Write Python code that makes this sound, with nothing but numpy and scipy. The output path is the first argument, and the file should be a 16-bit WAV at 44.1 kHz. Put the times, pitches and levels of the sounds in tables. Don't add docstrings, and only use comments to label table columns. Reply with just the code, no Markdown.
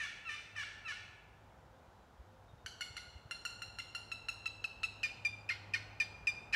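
import sys
import numpy as np
from scipy import signal
from scipy.fft import rfft, irfft, next_fast_len
from scipy.io import wavfile
from scipy.ndimage import map_coordinates

SR = 44100
rng = np.random.default_rng(int(sys.argv[2]) if len(sys.argv) > 2 else 0)


def materialize(psi):
    bounded = np.clip(np.atleast_2d(psi).T, -1, 1)
    quanta = np.round(bounded * 32767).astype(np.int16)
    wavfile.write(sys.argv[1], SR, quanta)


def voltage_ratio(decibels):
    exponent = np.asarray(decibels, float) / 20
    return 10 ** exponent


N = 288855
LEAD = 4410

# (frequency [Hz], density [dB per Hz])
FOREST_RUMBLE = [(15, -47), (25, -7.5), (60, -3), (288, -16), (475, -16), (515, -13.5), (569, -16),
                 (849, -12), (1170, -19.5), (1290, -18), (1460, -19), (3000, -40.5), (3900, -87),
                 (6600, -120)]
# (time [s], level [dB])
RUMBLE_SWELL = [(0, -67), (2.7, -65), (3.3, -64), (5.1, -63.5), (6.55, -60.5)]
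# (frequency [Hz], density [dB per Hz])
HISS = [(1180, -47), (2000, -6), (3020, -4), (3590, -5), (4270, -8), (7030, -12), (8420, -17),
        (15600, -21.5)]
# (time [s], level [dB])
ENGINE = [(0, -62.5), (.42, -68.5), (.58, -55.5), (.75, -70), (.93, -61.5), (1.79, -64.5), (2.06, -76),
          (2.44, -60), (2.72, -82), (3.4, -66), (3.67, -59), (5.09, -60), (5.75, -53.5), (6.55, -61)]
# (time [s], peak level [dB], frequency [Hz])
AIR_BUMPS = [
    (2.187, -47, 59.5),
    (2.449, -56, 56),
    (2.528, -50, 106),
    (2.639, -50, 98),
    (2.898, -48, 92),
    (3.068, -54, 83.4),
    (3.148, -44, 68.4),
    (3.248, -47.5, 107),
]
# (time [s], length [s], level [dB], start frequency [Hz], end frequency [Hz])
COOS = [
    (1.4, .68, -72, 520, 525),
    (2.13, .36, -69, 520, 520),
]
# (time [s], length [s], level [dB], start frequency [Hz], end frequency [Hz])
CHIRPS = [
    (1.72, .12, -83, 3300, 3900),
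    (1.8, .11, -79, 2400, 2430),
    (1.85, .25, -85, 4050, 4030),
]
# (time [s], length [s], level [dB], start frequency [Hz], end frequency [Hz])
WHISTLES = [
    (2.47, .08, -77, 3700, 3680),
    (2.56, .1, -77, 3700, 3680),
]

# (frequency [Hz], time to fall 60 dB [s])
TRUNK_DECAY = [(1000, 1.16), (2500, 1.18), (5000, 0.72), (8000, 0.86), (14000, 0.13)]
# (frequency [Hz], gain [dB])
BARK_ECHO = [(1000, -18.5), (1400, 0), (1800, -5), (2600, -2.5), (4100, 5.5), (6000, 2), (10000, 2),
             (15000, 4)]
# (time [s], level towards the trees [dB])
FACING = [(0, 1.5), (.9, 1.1), (2.66, 1.5), (3.8, 0.5), (4.15, -0.5), (4.5, -3), (4.85, -4.5), (5.05, -0.1),
          (5.5, -2.9), (6.3, -1.8), (6.53, -7)]

# (time [s], clean part [s], raspy part [s], part on the wall's upper mode [s],
# level of that mode [dB])
YELPS = [
    (-0.047, .04, .066, .012, -4),
    (.25, .04, .072, 0, 0),
    (.552, .009, .07, .01, 1.5),
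    (.846, .033, .041, .035, -4),
]
# (time [s], level [dB], settled slip rate [Hz], length [s],
# halfway lines at the end [dB])
CLUCKS = [(2.661, -45, 1483, 0.01, -10), (2.808, -42.5, 1443, 0.015, 1), (2.967, -47, 1409, 0.0132, 3),
          (3.31, -43.5, 1371, 0.013, -5.5), (3.451, -40.5, 1385, 0.013, -26),
          (3.619, -46.5, 1367, 0.014, -12), (3.786, -47, 1365, 0.016, 0), (3.949, -45.5, 1357, 0.018, -14),
          (4.116, -48, 1329, 0.017, -17), (4.285, -44, 1339, .016, -18), (4.457, -46, 1317, 0.018, -12.5),
          (4.641, -46.5, 1314, 0.015, -24), (4.832, -43, 1330, .023, -11.5),
          (5.031, -45.5, 1338, 0.0043, -22), (6.526, -48, 1340, .003, -18)]
# (time [s], level [dB], slip rate [Hz], length [s], halfway lines [dB])
CUTTS = [
    (5.034, -31, 1220, 0.029, -12.5),
    (5.249, -30, 1205, 0.027, -22),
    (5.49, -33.5, 1241, .012, -3),
    (5.736, -31, 1214, 0.016, -2.5),
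    (6, -29, 1208, 0.026, -11),
    (6.27, -28.5, 1218, 0.034, -21.5),
    (6.53, -30, 1213, 0.028, -1),
]
# (frequency [Hz], gain [dB])
BOX_YELPS = [(600, -52), (1200, -13), (1800, 3), (2300, 4), (3000, -8), (3600, -17), (4800, -20.5),
             (6100, -18), (7000, -30), (8000, -29.5), (10000, -38), (15000, -58)]
# (frequency [Hz], gain [dB])
BOX_CLUCKS = [(600, -45), (1400, -7.5), (2100, 12.5), (3500, 0), (4200, -7), (4500, -6), (5700, -7.5),
              (7100, -11.5), (8400, -16.5), (9100, -25.5), (9900, -17.5), (11500, -25.5), (15000, -38)]
# (frequency [Hz], gain [dB])
BOX_CUTTS = [(600, -35), (1200, -18.5), (1850, 6), (2200, 12), (3000, -5.5), (3600, -8), (4900, -9.5),
             (6100, -16.5), (6600, -31), (7300, -22), (8500, -29), (11000, -35), (15000, -50)]

# (orders 1 and 3 [dB], order 2 [dB], halfway lines [dB], upper orders [dB])
CLEAN = (-7.5, -0.9, -24, -26)
BREAKING = (-14.5, -5, 0.3, -22)
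RASPY = (-16, -5, -0.8, -16.5)
TIRING = (-6.5, -10, -7, -16)
FLIPPED = (-0.8, -8, -3, -20)
# (orders 1 and 3 [dB], order 2 [dB], upper orders [dB])
HELD_CLUCK = [
    (3, 0, -6.5),
    (-1, -2.5, -6.5),
    (-5.5, -1.2, -16.5),
]
# (orders 1 and 3 [dB], order 2 [dB], upper orders [dB])
SETTLED_CLUCK = [
    (2.5, 2.5, -8.5),
    (0, 1.5, -8),
    (-8, -8, -8.5),
]

# (frequency [Hz], gain [dB])
MICROPHONE = [(15, -21), (30, -12), (45, 0), (20000, 0.5)]
# (frequency [Hz], gain [dB])
BAND_EDGE = [(15760, 0), (15810, -70)]

BITE_HZ, CLEAN_HZ, BREAK_HZ, RASPY_HZ, TIRED_HZ, UPPER_HZ = 1376, 1303, 1234, 1190, 1128, 1450
DYING_HZ, RELAXED_HZ = 1175, 1198
YELP_DB, FADE_IN_DB = -43, -11
SWELL_DB_PER_S = 450.5
FLIP_S, FLIP_FADE_DB = 0.00396, -11.5

SAG_HZ, TAP_HZ = 25.2, 1421
CAPTURE_HZ, CAPTURE_SPAN_HZ = 1333.6, 40
RING_HZ, RING_DB_PER_HZ = 1409, 0.1303

BITE_OVER_HZ, SWELL_S, SPLIT_S = 35, 0.0048, 0.01
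CUTT_SAG_HZ = 12.8
SPLIT_DB, RING_LOSS = -4, 1.2
FLIPS_ABOVE_DB = -8.5
CUTT_UPPER_HZ, CUTT_UPPER_DB = 1425, -29
SPENT_DB_PER_S, FLIPPED_CUTT_S = 700, 0.036


def unit(x):
    return x / np.sqrt(np.mean(x ** 2) + 1e-20)


def along(points, hz):
    f, v = np.transpose(points)
    return np.interp(np.log(hz + 1), np.log(f + 1), v)


def shaped(x, points):
    m = next_fast_len(len(x) + 2048)
    gain = voltage_ratio(along(points, np.fft.rfftfreq(m, 1 / SR)))
    return irfft(rfft(x, m) * gain, m)[:len(x)]


def coloured(points, size):
    return unit(shaped(rng.standard_normal(size), points))


def wobble(rate, size):
    knots = rng.standard_normal(int(size * rate / SR) + 4)
    return map_coordinates(knots, [np.arange(size) * rate / SR])


def forest():
    t = np.arange(N) / SR
    rumble_db = np.interp(t, *np.transpose(RUMBLE_SWELL)) + 3.5 + 0.63 * wobble(3.69, N)
    rumble = voltage_ratio(rumble_db) * coloured(FOREST_RUMBLE, N)
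    hiss = voltage_ratio(-77.5) * coloured(HISS, N)
    phase = 2 * np.pi * np.cumsum(101.5 + 1.564 * wobble(5, N)) / SR
    drone = (np.sin(phase) + voltage_ratio(-30) * np.sin(2 * phase)) * voltage_ratio(1.9 * wobble(7, N))
    engine = voltage_ratio(np.interp(t, *np.transpose(ENGINE)) - 1.5) * drone
    return rumble + hiss + engine


def birds():
    out = np.zeros(N)
    for s, length, db, start_hz, end_hz in COOS + CHIRPS + WHISTLES:
        n = round(length * SR)
        glide_hz = np.linspace(start_hz, end_hz, n) * (1 + 0.006 * wobble(60, n))
        level = voltage_ratio(db + 3 * wobble(40, n)) * np.sqrt(np.hanning(n))
        out[round(s * SR):][:n] += level * np.sin(2 * np.pi * np.cumsum(glide_hz) / SR)
    return out


def bumps():
    out = np.zeros(N + SR)
    t = np.arange(SR // 10) / SR
    for s, db, hz in AIR_BUMPS:
        puff = np.exp(-((t * hz - 1.1) / 0.71) ** 2)
        out[round(s * SR):][:len(t)] += voltage_ratio(db) * np.sin(2 * np.pi * hz * t) * puff
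    return out[:N]


def trunks(x, near_db, near_t60, far_db, swell):
    hz, t, z = signal.stft(rng.standard_normal(2 * SR), SR, nperseg=256)
    decay = voltage_ratio(-60 * t / along(TRUNK_DECAY, hz)[:, None])
    far = signal.istft(z * decay, SR, nperseg=256)[1]
    t = np.arange(len(far)) / SR
    far *= 1 - np.exp(-t / swell)
    near = rng.standard_normal(len(t)) * voltage_ratio(-60 * t / near_t60)
    near *= t > 0.008
    far = voltage_ratio(far_db) * far / np.linalg.norm(far)
    near = voltage_ratio(near_db) * near / np.linalg.norm(near)
    return signal.fftconvolve(x, shaped(far + near, BARK_ECHO))


def slip_rate(t, s, hz):
    glide = np.interp(t, s, hz)
    row = np.clip(np.searchsorted(s, t), 1, len(s) - 1)
    jump = np.abs(np.log(hz[row] / hz[row - 1])) > 0.11
    nearer = np.where(t - s[row - 1] < s[row] - t, hz[row - 1], hz[row])
    return np.where(jump, nearer, glide)


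def stroke(rows, box, level_db, rise, fall, catch, jitter, flutter_db, scrape_db, tap_db):
    s, hz, *voices = np.transpose(rows)
    t = np.arange(s[0], s[-1] + 0.03, 1 / SR)
    age = t - s[0]
    main_db, ring_db, half_db, upper_db = (np.interp(t, s, v) + level_db for v in voices)

    hz = slip_rate(t, s, hz) * (1 + catch * np.exp(-age / 0.0027))
    doubling = voltage_ratio(half_db) / (voltage_ratio(half_db) + voltage_ratio(main_db) + voltage_ratio(ring_db))
    unsteady = jitter * (0.33 + doubling + 1.25 * np.exp(-age / 0.0039))
    turns = np.cumsum(hz * (1 + unsteady * wobble(409.6, len(t)))) / (2 * SR)

    k = np.arange(2, 25)[:, None]
    lines = voltage_ratio(along(box, k * hz / 2))
    groups = [((k == 2) | (k == 6), main_db), (k == 4, ring_db),
              (k % 2 == 1, half_db), ((k % 2 == 0) & (k > 6), upper_db)]
    sizes = 0
    for members, db in groups:
        sizes = sizes + members * lines * voltage_ratio(db) / np.sqrt(np.sum(members * lines ** 2, axis=0))
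    flutter = np.tanh([wobble(231.7, len(t)) for _ in k])
    sizes = sizes * voltage_ratio(flutter_db * (0.08 + doubling + k / 18) * flutter)
    waves = np.sin(2 * np.pi * (k * turns + rng.random(k.shape)))
    tone = np.sqrt(2) * np.sum(sizes * waves, axis=0)

    scrape = (voltage_ratio(half_db) + 0.25 * voltage_ratio(upper_db)) * voltage_ratio(scrape_db) * coloured(box, len(t))
    scrape *= 1 + np.cos(2 * np.pi * turns)
    grip = np.clip(age / rise, 0, 1) * voltage_ratio(-60 * np.clip(t - s[-1], 0, 1) / fall)

    knock = np.sin(2 * np.pi * 1780 * age)
    knock += 0.11 * np.sin(2 * np.pi * 3150 * age) + 0.13 * np.sin(2 * np.pi * 5100 * age)
    tap = voltage_ratio(main_db[0] + tap_db - 60 * age / 0.01) * (1 - np.exp(-age / 0.00056)) * knock
    return tone * grip + tap, scrape * grip


def yelp(s, clean, raspy, flipped, flipped_db):
    split, end = s + clean, s + clean + raspy
    full_db = min(FADE_IN_DB + SWELL_DB_PER_S * clean, 0)
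    stages = [(s, BITE_HZ, CLEAN, FADE_IN_DB),
              (s + 0.35 * clean, 0.7 * BITE_HZ + 0.3 * CLEAN_HZ, CLEAN, full_db - 3.5),
              (s + 0.88 * clean, CLEAN_HZ, CLEAN, full_db),
              (split + 0.0029, BREAK_HZ, BREAKING, 0.32 * full_db)]
    if flipped > 0.004:
        gone = end + max(flipped, FLIP_S + 0.001)
        stages += [(split + 0.419 * raspy, RASPY_HZ, RASPY, 0),
                   (split + 0.782 * raspy, TIRED_HZ, RASPY, -0.6),
                   (end, TIRED_HZ, TIRING, -1.5),
                   (end + FLIP_S, UPPER_HZ, FLIPPED, flipped_db),
                   (gone, UPPER_HZ, FLIPPED, flipped_db + FLIP_FADE_DB)]
    else:
        stages += [(split + 0.254 * raspy, DYING_HZ, RASPY, -0.4),
                   (split + 0.6 * raspy, DYING_HZ, RASPY, -3),
                   (split + 0.8 * raspy, RELAXED_HZ, TIRING, -0.6),
                   (end, RELAXED_HZ, TIRING, -6)]
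    return [(at, hz, *(YELP_DB + swell_db + np.array(voice))) for at, hz, voice, swell_db in stages]


def cluck(s, db, hz, length, half_db):
    start_hz = max(hz + SAG_HZ, TAP_HZ)
    late = np.clip((hz - CAPTURE_HZ) / CAPTURE_SPAN_HZ, 0, 1)
    rate = np.array([start_hz, hz + 0.75 * late * (start_hz - hz), hz])
    blend = late * np.array(HELD_CLUCK) + (1 - late) * np.array(SETTLED_CLUCK)
    main_db, ring_db, upper_db = np.transpose(blend)
    ring_db = ring_db + RING_DB_PER_HZ * np.clip(RING_HZ - rate, 0, None)
    voices = [main_db, ring_db, [-16, 0.48 * half_db - 13.5, half_db], upper_db]
    return np.transpose([s + length * np.array([0, 0.45, 1]), rate, *(db + np.array(voices))])


def cutt(s, db, hz, length, half_db):
    lost_db = RING_LOSS * max(half_db - SPLIT_DB, 0)
    split = min(SPLIT_S, 0.9 * length)
    stages = [(0, hz + BITE_OVER_HZ, -25, -5, -24, -16),
              (SWELL_S, hz, -29, 0, 0.31 * half_db - 14, -14.5),
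              (split, hz - CUTT_SAG_HZ / 2, -29, -0.8 - lost_db, half_db, -16 - lost_db),
              (length, hz - CUTT_SAG_HZ, -23, -9 - lost_db, 1.68 * half_db, -23 - lost_db)]
    stages = np.array(stages) + [s, 0, db, db, db, db]
    if half_db < FLIPS_ABOVE_DB or length > 0.7 * FLIPPED_CUTT_S:
        return stages
    upper = [(length + FLIP_S, -8, -18, -0.1, -22),
             (0.8 * FLIPPED_CUTT_S, -11, -14, -1.5, -22),
             (FLIPPED_CUTT_S, -15, -16, -7, -24)]
    upper_db = CUTT_UPPER_DB - SPENT_DB_PER_S * length
    return [*stages, *((s + at, CUTT_UPPER_HZ, *(upper_db + np.array(voice))) for at, *voice in upper)]


def played(strokes, near_db, near_t60, far_db, side_db, **touch):
    out = np.zeros(N + LEAD + 3 * SR)
    for rows in strokes:
        s = rows[0][0]
        tone, scrape = stroke(rows, **touch)
        echo = trunks(tone + voltage_ratio(side_db) * scrape, near_db, near_t60, far_db, swell=0.015)
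        start = out[LEAD + round(s * SR):]
        start[:len(tone)] += tone + scrape
        start[:len(echo)] += voltage_ratio(np.interp(s, *np.transpose(FACING))) * echo
    return out[LEAD:LEAD + N]


def box_call():
    yelps = played([yelp(*row) for row in YELPS], box=BOX_YELPS, level_db=-0.5,
                   side_db=12, near_db=-9.5, near_t60=0.52, far_db=-8,
                   rise=0.0041, fall=0.04, catch=0.022, jitter=0.021,
                   flutter_db=5.5, scrape_db=-16.5, tap_db=-15)
    clucks = played([cluck(*row) for row in CLUCKS], box=BOX_CLUCKS, level_db=-0.53,
                    side_db=4.5, near_db=-9, near_t60=0.28, far_db=-10.5,
                    rise=0.00073, fall=0.038, catch=0.025, jitter=0.033,
                    flutter_db=6, scrape_db=-10, tap_db=7)
    cutts = played([cutt(*row) for row in CUTTS], box=BOX_CUTTS, level_db=0,
                   side_db=10.5, near_db=-9.5, near_t60=0.28, far_db=-15,
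                   rise=0.001, fall=0.045, catch=0.08, jitter=0.019,
                   flutter_db=2.5, scrape_db=-10, tap_db=-24)
    return yelps + clucks + cutts


def scene():
    return (forest() + birds() + bumps() + box_call())[None]


def low_pass(x):
    return signal.sosfilt(signal.butter(12, 15780, fs=SR, output="sos"), x)


def record(dry):
    heard = shaped(dry[0], MICROPHONE)
    mix = shaped(heard, BAND_EDGE)[None]
    return low_pass(mix)


dry = scene()
out = record(dry)
materialize(out)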